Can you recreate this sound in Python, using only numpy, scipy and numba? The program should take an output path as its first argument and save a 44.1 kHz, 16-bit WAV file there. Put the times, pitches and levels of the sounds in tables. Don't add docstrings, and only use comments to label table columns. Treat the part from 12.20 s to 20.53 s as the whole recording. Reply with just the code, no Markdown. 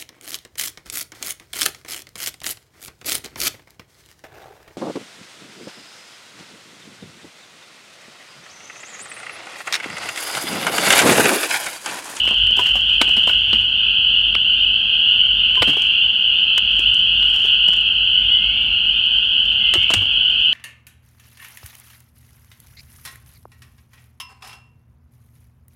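import sys
import numpy as np
from scipy import signal
from scipy.fft import rfft, irfft, next_fast_len
from scipy.io import wavfile
from scipy.ndimage import uniform_filter1d
from numba import njit

SR = 44100
rng = np.random.default_rng(int(sys.argv[2]) if len(sys.argv) > 2 else 0)


def wav_out(sig):
    wavfile.write(sys.argv[1], SR, np.round(np.clip(np.atleast_2d(sig).T, -1, 1) * 32767).astype(np.int16))


def to_linear_factor(level_db):
    exponent = np.asarray(level_db, float) / 20
    return 10 ** exponent


N = 367353

# (middle t/s, middle f/Hz, level/dB)
NEAR_PEEPS = [(1.142, 2957, -22), (1.721, 2770, -20.5), (1.965, 2855, -19), (2.9, 2922, -16.5),
              (3.473, 2707, -21), (4.307, 2690, -20), (4.659, 2963, -19.5), (4.815, 3056, -19),
              (5.003, 2862, -18.5), (5.312, 2920, -17.5), (5.46, 2927, -16.5), (5.966, 2966, -16.5),
              (6.13, 2937, -16), (6.549, 2812, -17), (6.957, 3067, -17), (7.308, 3062, -22)]
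# (t/s, level/dB)
CROWD_LEVEL = [(0.0, -16.5), (5.4, -16), (5.68, -17.5), (8.33, -16)]
CROWD_HZ, CROWD_SPREAD_HZ, CROWD_SCATTER_DB = 3008, 180, 4.5
FROG_COUNT, CALLS_PER_FROG = 720, 12
PEEP_RISE_HZ, PEEP_S, PEEP_EVERY_S = 254.5, 0.102, 0.94
THROAT_HARMONICS = [-30.5, 0.5, -38.5, -57.5]
# (f/Hz, level/dB)
FROG_COLOUR = [(2000, 0.5), (2500, -2.5), (3000, 0.5), (3400, -4.5), (3700, -6), (3950, 12), (4800, -0.5),
               (5150, -20.5), (6000, 4), (7000, 0), (9000, -41.5)]

# (t/s, level/dB, loudest mode f/Hz, t60/s before each mode takes its share)
KNOCKS = [(0.071, -27, 1490, 0.059), (0.391, -13.5, 988, 0.1), (0.553, -17.5, 743, 0.034),
          (0.81, -21.5, 1516, 0.18), (0.971, -21.5, 230, 0.089), (1.075, -15.5, 1020, 0.04),
          (1.096, -18.5, 1475, 0.067), (1.336, -26, 225, 0.19), (1.628, -37, 1390, 0.12),
          (3.373, -23.5, 1020, 0.18), (3.419, -18, 1446, 0.13), (3.476, -18, 212, 0.12),
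          (3.489, -20, 296, 0.13), (3.568, -23, 400, 0.061), (4.592, -25, 313, 0.059),
          (5.247, -24, 417, 0.032), (5.482, -22, 198, 0.064), (7.539, -31, 1320, 0.24),
          (7.555, -17, 350, 0.074), (7.702, -19.5, 646, 0.09), (7.736, -19.5, 200, 0.094),
          (7.818, -25.5, 276, 0.068)]
# (multiple of the loudest f, level/dB, share of the t60)
LOG_MODES = [(0.401, -5.5, 0.3), (0.999, 0, 0.71), (1.52, -10.5, 0.93), (2.1, -17.5, 0.8)]
# (t/s, level/dB, f/Hz, t60/s)
THUDS = [(0.232, -26.5, 94, .15), (1.389, -29, 103.6, 0.2), (3.41, -8, 97, 0.04), (3.476, -25, 141, 0.21),
         (4.681, -26, 100, .12), (7.574, -16, 94, 0.091), (7.766, -17, 97.5, 0.23)]
CRUNCH_DB, CRUNCH_T60_S, CRUNCH_LOW_HZ, CRUNCH_HIGH_HZ = -6, 0.14, 180, 1790

# (t/s, level/dB, extra bass level/dB, extra middle level/dB)
SNAPS = [(0.0064, -33, -6.5, -13), (0.035, -30, -8, -15), (0.0438, -38, -5, -11), (0.0538, -26, -2, -12),
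         (0.076, -25.5, 0, 0), (0.0877, -24.5, -11, -8), (0.1091, -27, 4, -7), (0.1264, -37.5, 8, -2),
         (0.2404, -33.5, -11, -9), (0.2695, -28, -9, -6.5), (0.3086, -27.5, -4, -6),
         (0.367, -23.5, -19, -16), (0.3738, -24.5, -4, -7.5), (0.399, -24.5, 0, -9), (0.41, -26, -13, -13),
         (0.4402, -27, -18, -16), (0.4888, -30.5, -17, -14), (0.5046, -34.5, -14, -9),
         (0.5559, -30, 0, -12), (0.5735, -32.5, -17, -8), (0.607, -33.5, -12, -8),
         (0.6987, -32.5, -16, -13), (0.7409, -39, -12, -13), (0.814, -10, -3, -2.5),
         (0.8419, -30.5, -4, -6), (0.8791, -29.5, 0.5, 0), (0.8914, -25.5, -4, -8), (0.9667, -25.5, -3, -2),
         (1.073, -25, 5, -7), (1.0912, -31.5, -4, 4), (1.3306, -30, 7.5, 7), (1.4143, -35.5, -11, -7),
         (2.1515, -26.5, 2, 11.5), (3.3546, -31.5, -9, 0), (3.4216, -16.5, 4, 0.5), (3.4276, -17, 3, 0.5),
         (3.475, -30.5, 5, 2), (3.482, -28.5, 2, 0), (3.534, -33, 4.5, -7), (3.5683, -36, 8, 1),
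         (3.6205, -24, -14, -27), (4.3787, -14.5, -13.5, -8), (4.5182, -37.5, -12, -6),
         (4.594, -25.5, -12, -18), (4.744, -25.5, -24, -13), (5.0277, -32, -20, -2.5),
         (5.0995, -36.5, -12, -14), (5.1615, -26.5, -10.5, -9), (5.317, -40, -12, -10),
         (5.4836, -25.5, -4, -20), (5.5657, -30.5, -18, -13), (5.6086, -36.5, -14, -14.5),
         (6.5292, -39, -5.5, 1), (6.8611, -39, -12, -13), (7.2552, -31.5, -28, -21),
         (7.5375, -11.5, -13.5, -8), (7.5524, -26, 1, -2), (7.7036, -20.5, 4.5, -10),
         (7.7117, -19.5, -8, -5), (7.7371, -7.5, -14, -11.5), (7.7809, -31, -6, -11),
         (7.8226, -40.5, 8, -8), (7.8582, -36, -5, -7), (8.112, -37.5, -15, -19.5)]
# (low f/Hz, high f/Hz, level/dB)
SNAP_BANDS = [(198, 1320, 4.5), (1100, 4050, 12), (3900, 8850, 0.5), (8160, 15000, -10.5)]
SNAP_T60_S, SNAP_T60_DB_PER_DB = 0.042, 0.61
DEBRIS_DB, DEBRIS_T60_S, DEBRIS_FULL_DB = -13, 0.12, -60

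# (start t/s, length/s, level/dB)
STIRS = [(0.0, 0.19, -58), (0.36, 0.065, -52.5), (0.462, .17, -57.5), (0.662, .75, -60.5), (3.438, .2, -54),
         (4.494, 0.53, -71.5), (5.013, 0.12, -65.5), (5.15, .09, -56), (5.27, .05, -63), (5.53, 0.054, -60),
         (7.539, 0.091, -62), (7.699, 0.032, -52), (7.764, 0.08, -65.5)]
CALM_DB, STIR_ATTACK_S, STIR_T60_S = -74, 0.016, 0.3
# (f/Hz, level/dB per Hz)
EMBER_COLOUR = [(150, -3), (600, -7), (1500, 6.5), (5000, -2.5), (8000, -9), (11000, -14), (15500, -20.5)]
TICKS_OVER_RUSTLE_DB, GRAIN_DB = 12.5, -9.5

# (start t/s, length/s, low f/Hz, rise f/Hz, level/dB)
BIRD_WHISTLES = [(1.114, .2, 2120, 150, -51.5), (2.814, .3, 2287, 12, -52), (3.2, 0.18, 2130, 220, -51),
                 (3.5, 0.17, 2235, 150, -42.5), (3.64, .24, 2330, 11, -51.5), (4.419, 0.22, 2210, 200, -52),
                 (5.944, .11, 2075, 95, -51), (6.098, .36, 2083, 260, -43), (6.455, 0.19, 2230, 210, -50),
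                 (7.402, .36, 2090, 205, -41), (7.833, 0.3, 2244, 140, -53)]
SLUR_FROM, SLUR_TO = 0.22, 0.85
BIRD_DROP_HZ, BIRD_DROP_S, BIRD_EDGE_S = 93, 0.011, 0.0082
BIRD_SWELL_DB = 4

WOODS_T60_S, FROG_ECHO_DB, BIRD_ECHO_DB = 0.72, -3, -4

# (f/Hz, level/dB per Hz)
AIR_COLOUR = [(22, -36), (34, -20.5), (48, 13), (65, -5), (96, -0.5), (130, -10), (210, -7), (330, -17),
              (550, -20.5), (850, -16.5), (1200, -24), (2200, -21.5), (5000, -32), (7000, -46),
              (10000, -47.5), (15500, -67.5)]
AIR_DB, FLUTTER_DB, FLUTTER_TOP_HZ = -38, 4, 140


def colour(x, points):
    hz, db = np.transpose(points)
    size = next_fast_len(len(x), real=True)
    f = np.fft.rfftfreq(size, 1 / SR) + 1e-9
    gain = to_linear_factor(np.interp(np.log(f), np.log(hz), db))
    return irfft(rfft(x, size) * gain, size)[:len(x)]


def set_rms(x, db):
    return x * to_linear_factor(db) / np.sqrt(np.mean(x ** 2))


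def curve(rows):
    return np.interp(np.arange(N) / SR, *np.transpose(rows))


def decay(t, t60):
    return 1000. ** (-t / t60)


def walk(rate):
    hold = int(SR / rate)
    steps = np.repeat(rng.standard_normal(N // hold + 1), hold)
    smooth = uniform_filter1d(uniform_filter1d(steps, hold), hold)
    return 1.17 * smooth[:N]


def grit(size, spread_db):
    sizes = to_linear_factor(spread_db * np.minimum(rng.exponential(size=size), 6.5))
    return set_rms(rng.standard_normal(size) * sizes, 0)


def add(out, s, sound):
    i = int(s * SR)
    part = sound[max(-i, 0):max(N - i, 0)]
    out[max(i, 0):max(i, 0) + len(part)] += part


def frogs():
    per_frog = rng.standard_normal((FROG_COUNT, 6, 1))
    pitch, nearness, pace, slope, long, first = per_frog.transpose(1, 0, 2)
    per_call = rng.standard_normal((FROG_COUNT, CALLS_PER_FROG, 3))
    late, detune, start = per_call.transpose(2, 0, 1)

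    turn = np.arange(CALLS_PER_FROG) - 1 + 10 * first % 1
    s = turn * PEEP_EVERY_S * (1 + 0.12 * np.tanh(pace)) + 0.06 * late
    hz = CROWD_HZ + CROWD_SPREAD_HZ * np.clip(pitch, -2.9, 2.9) + 15 * detune
    gain = to_linear_factor(CROWD_SCATTER_DB * np.minimum(nearness, 1.3))
    stretch = 1 + 0.2 * np.tanh(long)
    rise_hz = PEEP_RISE_HZ * stretch * (1 + 0.12 * slope)
    columns = np.broadcast_arrays(s, hz, gain, rise_hz, PEEP_S * stretch, 10 * start)
    crowd = peeps(np.stack(columns, axis=-1).reshape(FROG_COUNT * CALLS_PER_FROG, -1))
    crowd = set_rms(crowd, 0) * to_linear_factor(curve(CROWD_LEVEL))

    near_rows = [(s, hz, to_linear_factor(db), PEEP_RISE_HZ, PEEP_S, 2 * np.pi * rng.random()) for s, hz, db in NEAR_PEEPS]
    return colour(crowd + peeps(np.array(near_rows)), FROG_COLOUR)


def peeps(rows):
    u = np.linspace(0, 1, num=512)
    swell = np.sqrt(2) * np.abs(np.sin(np.pi * u ** 1.206)) ** 0.81
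    thin = 3
    sung = peep(np.zeros(N // thin + 1), SR / thin, rows, swell, to_linear_factor(THROAT_HARMONICS))
    return signal.resample_poly(sung, thin, 1)[:N]


@njit
def peep(out, rate, rows, swell, throat):
    out = out.copy()
    for r in range(len(rows)):
        middle, hz, gain, rise_hz, length, phase = rows[r]
        count = int(length * rate)
        first = int(middle * rate) - count // 2
        z = np.exp(1j * phase)
        step = np.exp(1j * np.pi * (hz - rise_hz / 2) / rate)
        slide = np.exp(1j * np.pi * rise_hz / rate / count)
        for i in range(min(count, len(out) - first)):
            z, step = z * step, step * slide
            if first + i >= 0:
                wave = (z * (throat[0] + z * (throat[1] + z * (throat[2] + z * throat[3])))).imag
                out[first + i] += gain * swell[i * len(swell) // count] * wave
    return out


def logs():
    out = np.zeros(N)
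    t = np.arange(SR // 8) / SR
    bark = grit(len(KNOCKS) * len(t), spread_db=2).reshape(len(KNOCKS), -1) * decay(t, CRUNCH_T60_S)
    band = signal.butter(1, (CRUNCH_LOW_HZ, CRUNCH_HIGH_HZ), "bandpass", fs=SR, output="sos")
    for (s, db, hz, t60), crunch in zip(KNOCKS, signal.sosfilt(band, bark)):
        add(out, s, to_linear_factor(db + CRUNCH_DB) * crunch / np.abs(crunch).max())
        for multiple, mode_db, share in LOG_MODES:
            add(out, s, to_linear_factor(db + mode_db) * ring(multiple * hz, share * t60))
    for s, db, hz, t60 in THUDS:
        add(out, s, to_linear_factor(db) * ring(hz, t60))
    return out


def ring(hz, t60):
    t60 = max(t60, 0.005)
    t = np.arange(int(t60 * SR)) / SR
    push = np.minimum(t * hz / 0.88, 1)
    return np.sin(2 * np.pi * hz * t) * decay(t, t60) * push


def snaps():
    out = np.zeros(N)
    filters = [signal.butter(3, b[:2], "bandpass", fs=SR, output="sos") for b in SNAP_BANDS]
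    splinters = grit(len(SNAPS) * (SR // 10), spread_db=2).reshape(len(SNAPS), -1)
    t = np.arange(splinters.shape[1]) / SR
    crumb_gain = to_linear_factor(DEBRIS_DB) * np.minimum(stirring() / to_linear_factor(DEBRIS_FULL_DB), 1)
    for (s, db, bass_db, middle_db), noise in zip(SNAPS, splinters):
        t60 = SNAP_T60_S * to_linear_factor(SNAP_T60_DB_PER_DB * db)
        shower = 1000. ** -(t / t60) ** 1.4
        crumbs = crumb_gain[int(s * SR)] * decay(t, DEBRIS_T60_S)
        burst = noise * (shower + crumbs)
        for sos, (_, _, band_db), extra_db in zip(filters, SNAP_BANDS, (bass_db, middle_db, 0, 0)):
            part = signal.sosfilt(sos, burst)
            add(out, s, to_linear_factor(db + band_db + extra_db) * part / np.abs(part).max())
    return out


def embers():
    flurries = set_rms(to_linear_factor(6 * walk(260) + 5 * walk(40)), 0) + to_linear_factor(GRAIN_DB)
    ticks = colour(grit(N, spread_db=4.5) * flurries, EMBER_COLOUR)
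    return set_rms(ticks, TICKS_OVER_RUSTLE_DB) * stirring()


def stirring():
    t = np.arange(N) / SR
    strength = np.full(N, to_linear_factor(CALM_DB))
    for s, length, db in STIRS:
        swell = np.clip((t - s) / STIR_ATTACK_S + 1, 0, 1)
        settle = decay(np.maximum(t - s - length, 0), STIR_T60_S)
        strength += to_linear_factor(db) * swell * settle
    return strength


def bird():
    out = np.zeros(N)
    for s, length, hz, rise_hz, db in BIRD_WHISTLES:
        t = np.arange(0, length, 1 / SR)
        slur = np.clip((t / length - SLUR_FROM) / (SLUR_TO - SLUR_FROM), 0, 1)
        rise = rise_hz * np.sin(np.pi / 2 * slur) ** 1.6
        pitch = hz + rise + BIRD_DROP_HZ * np.exp(-t / BIRD_DROP_S)
        edge = np.clip(np.minimum(t, length - t) / BIRD_EDGE_S, 0, 1)
        gain = to_linear_factor(db + BIRD_SWELL_DB * (t / length - 0.5))
        whistle = np.sin(2 * np.pi * np.cumsum(pitch) / SR)
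        add(out, s, np.sqrt(2) * edge * gain * whistle)
    return out


def woods(x, echo_db):
    t = np.arange(SR) / SR
    tail = rng.standard_normal(SR) * decay(t, WOODS_T60_S) * np.minimum(t / 0.056, 1)
    echoes = signal.fftconvolve(x, tail / np.linalg.norm(tail))[:N]
    return x + to_linear_factor(echo_db) * echoes


def air():
    noise = rng.standard_normal(N)
    low = signal.sosfilt(signal.butter(1, FLUTTER_TOP_HZ, fs=SR, output="sos"), noise)
    flutter = to_linear_factor(FLUTTER_DB * walk(3.706)) - 1
    return set_rms(colour(noise + low * flutter, AIR_COLOUR), AIR_DB)


def scene():
    pond = woods(frogs(), FROG_ECHO_DB)
    fire = logs() + snaps() + embers()
    song = woods(bird(), BIRD_ECHO_DB)
    return (pond + fire + song + air())[None]


def roll_off(x):
    return signal.sosfilt(signal.butter(12, 16010, fs=SR, output="sos"), x)


def record(dry):
    mix = np.clip(dry, -0.98, 0.98)
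    return roll_off(mix)


dry = scene()
out = record(dry)
wav_out(out)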